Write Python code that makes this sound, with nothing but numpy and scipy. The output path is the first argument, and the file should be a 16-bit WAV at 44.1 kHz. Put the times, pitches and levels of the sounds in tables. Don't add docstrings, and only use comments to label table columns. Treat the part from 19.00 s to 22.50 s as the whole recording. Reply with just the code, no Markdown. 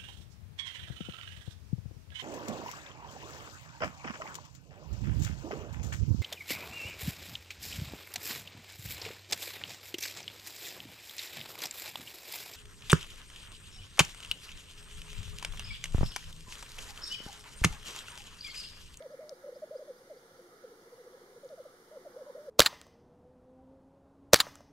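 import sys
import numpy as np
from scipy import signal
from scipy.fft import rfft, irfft
from scipy.io import wavfile
from scipy.ndimage import uniform_filter1d

SR = 44100
rng = np.random.default_rng(int(sys.argv[2]) if len(sys.argv) > 2 else 0)


def pcm_store(signal):
    levels = np.round(np.clip(np.atleast_2d(signal), -1, 1) * 32767)
    wavfile.write(sys.argv[1], SR, levels.astype(np.int16).T)


def ratio_of_db(decibels):
    return 10 ** (np.asarray(decibels, float) / 20)


N = 154350


def evened(x):
    return x / np.sqrt(np.mean(x ** 2) + 1e-20)


def read(points, hz):
    f, value = np.transpose(points)
    return np.interp(np.log(hz + 1), np.log(f + 1), value)


def add(mix, s, sound):
    at = round(s * SR)
    sound = sound[..., max(-at, 0):]
    part = mix[..., max(at, 0):][..., :sound.shape[-1]]
    part += sound[..., :part.shape[-1]]


def slow(size, span):
    noise = rng.standard_normal(size + 2000)
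    drift = evened(uniform_filter1d(uniform_filter1d(noise, span), span))
    return drift[1000:1000 + size]


def quarter_sine(x):
    return np.sin(np.pi / 2 * np.clip(x, 0, 1))


def air():
    # (frequency [Hz], density [dB per Hz])
    hum_curve = [(12, -41), (20, -14), (27, -62), (80, -19), (135, -3.5), (324, -0.5), (340, -6),
                 (440, -29), (750, -120)] + [(520, -4), (700, -61), (1200, -49)]
    # (frequency [Hz], density [dB per Hz])
    hiss_curve = [(300, -6), (700, 5.5), (1300, -3), (2100, -8.5), (3500, -7), (5200, -6.5), (9000, -8.5),
                  (15500, -17)]
    # (centre [Hz], width [Hz], level [dB])
    hollows = [(920, 170, -80), (1350, 108, -68.5), (1696, 13, -75.5), (1990, 142, -72.5), (5570, 390, -82)]
    # (frequency [Hz], coherence [0..1])
    likeness = [(30, .99), (130, .998), (250, .994), (600, .99), (750, .4), (1000, .42), (1900, .52),
                (2500, .15), (5000, .15)]
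    # (frequency [Hz], left over right [dB])
    lean = [(500, 0), (840, 2.5), (1050, -2), (1300, -5), (1900, -6), (2300, -1.5), (5000, 2), (6500, -1),
            (9000, 3), (11000, 0)]
    # (middle [s], length [s], centre [Hz], width [Hz], level [dB])
    rustles = [(0.026, 0.019, 2030, 230, -67.5), (0.21, 0.04, 2030, 170, -68.5),
               (4.3, 0.033, 1240, 44, -65), (3.185, 0.11, 1240, 340, -69), (3.29, 0.027, 940, 130, -69)]
    hum_db, hiss_db, right_lag_s = -70, -62.5, 0.0002825

    frames, hz = N // 256 + 5, np.fft.rfftfreq(1024, 1 / SR)
    a, b, c, d, patches = rng.standard_normal((frames, 513, 5)).T
    patches = evened(uniform_filter1d(uniform_filter1d(patches, 5, 0), 24, 1))
    patch_db = read([(500, 1.2), (1400, 1.6), (3000, 1.34), (10000, 0.37)], hz)

    hum = ratio_of_db(read(hum_curve, hz)) ** 2
    hiss = ratio_of_db(read(hiss_curve, hz)) ** 2
    power = ratio_of_db(2 * hum_db) * hum / hum[:8].sum() + ratio_of_db(2 * hiss_db) * hiss / hiss[:370].sum()
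    for f, width, db in hollows:
        bump = np.exp(-.5 * ((hz - f) / width) ** 2)
        power = power + ratio_of_db(2 * db) * bump / bump.sum()

    same = np.clip(read(likeness, hz), -1, 1)[:, None]
    left, own = a + 1j * b, c + 1j * d
    lag = np.exp(-2j * np.pi * right_lag_s * np.maximum(hz - 500, 0))[:, None]
    z = np.array([left, same * left * lag + np.sqrt(1 - same ** 2) * own])
    z = z * np.sqrt(power)[:, None] * ratio_of_db(patches * patch_db[:, None])

    t = np.arange(frames) * 256 / SR
    for s, length, f, width, db in rustles:
        spot = np.exp(-.5 * ((hz[:, None] - f) / width) ** 2 - .5 * ((t - s) / length) ** 2)
        z = z * np.sqrt(1 + ratio_of_db(2 * db) * spot * (hz[1] / width) / power[:, None])
    z = z * ratio_of_db(np.array([.5, -.5])[:, None, None] * read(lean, hz)[:, None])
    sound = signal.istft(z, nperseg=1024, noverlap=768)[1][:, :N]
    return np.sqrt(power.sum()) * evened(sound)


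def whine():
    # (multiple of the base pitch, level [dB])
    overtones = [(2, -94), (3, -92), (4, -90), (5, -92), (9, -96), (10, -97), (11, -99), (12, -101)]
    base_hz, t = 1170.3, np.arange(N) / SR
    out = np.zeros(N)
    for k, db in overtones:
        out += np.sqrt(2) * ratio_of_db(db) * np.sin(2 * np.pi * (k * base_hz * t + rng.random()))
    return out


SAC_HZ = 497.7


def coo(start, length, effort_db, from_hz, top_hz, end_hz=462, attack=None, tilt=1):
    t = np.arange(0, length, 1 / SR)
    rise_share = 0.448
    rise_s, fall_s = (0.0285, 0.04) if length < .12 else (0.0246, 0.036)
    rises = top_hz > 1.03 * from_hz
    rise = min(rise_share * length, rise_s) if rises else 0
    fall = min((1 - rise_share) * length, fall_s) if rises else length
    held = np.clip((length - rise - fall) / 0.06, 0, 1)

    up, down = quarter_sine(t / (rise + 1e-4)), quarter_sine((length - t) / fall)
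    hz = top_hz - (top_hz - from_hz) * (1 - up) - (top_hz - end_hz) * (1 - down)
    overshoot_hz = 54 * np.exp(-((t - rise) / 0.01) ** 2)
    wobble_hz = 10.2 * slow(8000, span=300)[:len(t)]
    lift_hz = 25.3 * np.exp(-((length - fall - t) / 0.032) ** 2)
    hz = hz + held * (overshoot_hz + wobble_hz + lift_hz)

    lean_db = -0.0266 * np.maximum(hz - SAC_HZ, 0) + 6 * (1 - down)
    waver_db = slow(8000, span=200)[:len(t)]
    sag_db = -7.5 * np.exp(-((t / length - .62) / 0.19) ** 2)
    db = effort_db + tilt * lean_db + waver_db + held * sag_db

    attack = attack or (0.0066 if rises else 0.28 * length)
    release = 0.011
    edge = quarter_sine(np.minimum(t / attack, (length - t) / release)) ** 2
    tone = np.sin(2 * np.pi * (np.cumsum(hz) / SR + rng.random()))
    return start, np.sqrt(2) * ratio_of_db(db) * edge * tone


def sac(x):
    width_hz, ring_db = 62.7, 3
    b, a = signal.iirpeak(SAC_HZ, SAC_HZ / width_hz, SR)
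    return x + ratio_of_db(ring_db) * signal.lfilter(b, a, x)


def near_cock():
    # (start [s], length [s], effort [dB], onset pitch [Hz], top
    # pitch [Hz])
    phrase_notes = [
        (0.001, 0.0712, -48, 465, 652),
        (0.099, 0.055, -50, 504.5, 620),
        (0.187, 0.15, -46.5, 446, 604),
        (.457, 0.043, -46, 506, 599),
        (0.554, 0.024, -48.5, 640, 629),
        (0.706, 0.062, -43, 500, 644.6),
        (0.788, 0.046, -47, 458, 632.6),
        (0.871, 0.045, -48.5, 650, 620),
                    (2.569, 0.046, -50.5, 710, 695),
        (2.649, 0.023, -50, 660, 640),
        (2.911, 0.072, -50, 547, 632),
        (3.159, 0.071, -49, 413, 621),
        (3.259, 0.052, -49.5, 533, 600),
        (3.347, 0.15, -47, 441, 587.6),
    ]
    # (start [s], length [s], effort [dB], onset pitch [Hz], end pitch [Hz])
    glides = [(.434, 0.024, -46.5, 584, 508), (0.52, 0.017, -47, 475, 600), (.617, 0.033, -40.5, 629, 583),
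              (.842, 0.025, -59, 526, 644), (1.095, 0.036, -47.5, 657, 493), (1.124, .026, -59, 472, 386),
              (1.158, 0.023, -58, 464, 540), (1.225, 0.054, -70, 477, 420), (1.505, 0.048, -68, 482, 500),
              (2.03, 0.035, -67, 503, 535), (2.092, .045, -69.5, 464, 533), (2.168, 0.019, -62, 539, 554),
              (2.232, 0.02, -68, 522, 565), (2.305, 0.013, -63, 535, 550), (2.427, 0.043, -51.5, 586, 458),
              (2.497, 0.053, -49.5, 647, 462), (2.725, 0.027, -65, 510, 510), (2.99, 0.029, -65, 503, 490),
              (3.123, 0.035, -63, 491, 514), (3.045, 0.021, -51, 663, 644), (3.054, .028, -46.5, 636, 515),
              (3.374, 0.018, -51, 525, 470)]
    out = np.zeros(N)
    for row in phrase_notes:
        add(out, *coo(*row))
    for start, length, db, from_hz, end_hz in glides:
        add(out, *coo(start, length, db, from_hz, from_hz, end_hz, attack=0.011, tilt=0.35))
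    return sac(out)


def rolling_coos():
    # (start [s], length [s], effort [dB], pitch [Hz])
    run_up = [(.672, 0.014, -56.5, 535), (1.0, 0.032, -59.5, 536), (1.065, 0.02, -57.5, 555),
              (1.305, 0.023, -58, 555), (1.388, 0.025, -56, 528), (1.634, 0.026, -46, 544),
              (1.655, 0.039, -57.5, 443), (1.7, 0.034, -54.5, 496), (1.775, 0.049, -62.5, 469),
              (1.848, 0.031, -59.5, 486), (1.915, 0.037, -55, 512), (1.973, 0.0515, -54.5, 529),
              (2.059, 0.029, -50.5, 525), (2.136, 0.024, -52.5, 516), (2.208, 0.022, -54, 474),
              (2.28, 0.034, -61, 467), (2.357, 0.032, -51.5, 498)]
    # (start [s], length [s], level [dB], pitch [Hz])
    low_coos = [(0.297, 0.037, -63, 372), (0.376, 0.03, -60, 373), (0.632, 0.034, -60.5, 367),
                (0.664, 0.023, -71, 373), (0.853, 0.061, -62, 372), (0.976, .04, -69, 365),
                (1.332, 0.03, -69, 379), (1.395, 0.083, -60, 358), (1.45, 0.059, -68, 352),
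                (1.597, 0.051, -62.5, 363), (1.804, 0.026, -64, 356), (1.86, 0.03, -58, 383),
                (2.03, .035, -58, 393), (2.095, 0.038, -58, 377), (2.216, 0.043, -60, 359),
                (2.338, 0.058, -65, 379), (2.427, .05, -64, 373), (2.595, 0.017, -59, 370),
                (2.989, 0.065, -61, 371), (3.07, 0.057, -61, 363)]
    out = np.zeros(N)
    for start, length, db, hz in run_up:
        add(out, *coo(start, length, db, hz, hz, end_hz=430))
    for start, length, db, hz in low_coos:
        add(out, *coo(start, length, db - 2.5, hz, hz, 0.96 * hz, attack=.012, tilt=0))
    return out


def rivals():
    per_s, murmur_db, low_hz, high_hz = 60, -71, 430, 570
    drone_hz, drone_db = 366, -73
    out = np.zeros(N)
    draws = rng.random((round(N / SR * per_s), 4))
    for k, (late, size, pitch, long) in enumerate(draws):
        hz = low_hz + pitch * (high_hz - low_hz)
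        length = 0.0263 + 0.016 * long
        add(out, *coo((k + late) / per_s, length, murmur_db + 5 * size, hz, hz, 0.873 * hz))
    drone = np.sin(2 * np.pi * np.cumsum(drone_hz + 10 * slow(N, span=700)) / SR)
    return out + ratio_of_db(drone_db + 3 * slow(N, span=900)) * drone


def crust_ticks():
    # (time [s], peak level [dB], ring pitch [Hz], left over right [dB], ring time [s])
    snaps = [(.0254, -47, 2100, -10, .001), (.0241, -42, 3400, -9, .0015), (.0246, -48, 4300, -3, .0012),
             (.29365, -31, 5000, 8, .0012), (.2945, -35, 6200, 6, .0012), (.2938, -41, 11200, 9, .0005),
             (.2939, -42, 9600, 9, .0006), (.2938, -42, 8000, 9, .0005), (2.4462, -48, 6900, 3, .0015),
             (2.446, -51, 9200, 3, .0006), (2.4765, -46, 6400, 3, .0006), (2.4765, -48, 8800, 3, .0005),
             (2.4908, -43, 4900, 3, .001), (2.491, -48, 3600, 3, .0007), (2.486, -53, 6300, 0, .0008),
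             (2.4935, -53, 6000, 0, .0008), (2.505, -54, 6000, 0, .001), (2.53, -52, 6000, 0, .0007),
             (2.539, -52, 9000, 0, .0008), (2.972, -52, 1100, 0, .006), (3.135, -57, 4500, 0, .0015)]
    out, t = np.zeros((2, N)), np.arange(600) / SR
    for s, db, hz, left_db, ring in snaps:
        side_db = np.array([[.5], [-.5]]) * left_db
        decay = ratio_of_db(db + side_db - 60 * t / (3 * ring))
        add(out, s, decay * np.minimum(t / .0002, 1) * np.sin(2 * np.pi * hz * t))
    return out


def small_bird():
    # (start [s], level [dB], right over left [dB])
    chips = [
        (.102, -72, 1),
        (.324, -71, 3),
        (.535, -65.5, 1),
        (.749, -65, 1),
        (.955, -70, 0),
        (1.158, -69, 2),
        (1.358, -72, 5),
        (1.544, -77, 6),
        (1.933, -77, 5),
    ]
    length_s, sink_hz_per_s = .038, 300
    out, t = np.zeros((2, N)), np.linspace(0, 1, round(length_s * SR))
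    for s, db, right_db in chips:
        hz = np.interp(t, [0, .35, .72, 1], [4150, 4660, 5010, 6000])
        hz = hz - sink_hz_per_s * max(s - .8, 0)
        level = ratio_of_db(db + np.array([[-.5], [.5]]) * right_db) * ratio_of_db(2 * slow(len(t), span=120))
        swell = 1.4 * np.sin(np.pi * t ** 1.5)
        add(out, s, level * swell * np.sin(2 * np.pi * np.cumsum(hz) / SR))
    return out


def field(x, t60=0.4):
    t = np.arange(SR // 2) / SR
    hits = rng.standard_normal((2, len(t))) * (rng.random((2, len(t))) < .03)
    taps = hits * ratio_of_db(-60 * t / t60) * (t > .006)
    taps = np.array([taps[0], 0.92 * taps[0] + 0.4 * taps[1]])
    return signal.fftconvolve(x[None], taps / np.linalg.norm(taps[0]), axes=1)[:, :N]


def scene():
    cock, far, bird = near_cock() + rolling_coos(), rivals(), small_bird()
    echoes = field(ratio_of_db(-21) * cock + ratio_of_db(-1.0) * far) + ratio_of_db(-11) * field(bird[0], 0.23)
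    return cock + far + bird + echoes + crust_ticks() + air() + whine()


def low_pass(x):
    return signal.sosfilt(signal.butter(12, 16290, fs=SR, output="sos"), x)


def record(dry):
    # (centre [Hz], width [Hz])
    notches = [
        (2600, 466),
        (7710, 1400),
    ]
    edge_hz, offset = 15730, .0001
    for hz, width in notches:
        dry = signal.lfilter(*signal.iirnotch(hz, hz / width, SR), dry)
    both = np.concatenate([dry, dry[:, ::-1]], axis=1)
    passed = np.fft.rfftfreq(2 * N, 1 / SR) < edge_hz
    limited = irfft(rfft(both) * passed, 2 * N)[:, :N]
    fade = np.minimum(np.arange(N, 0, -1) / 100, 1)
    return low_pass(limited * fade + offset)


dry = scene()
out = record(dry)
pcm_store(out)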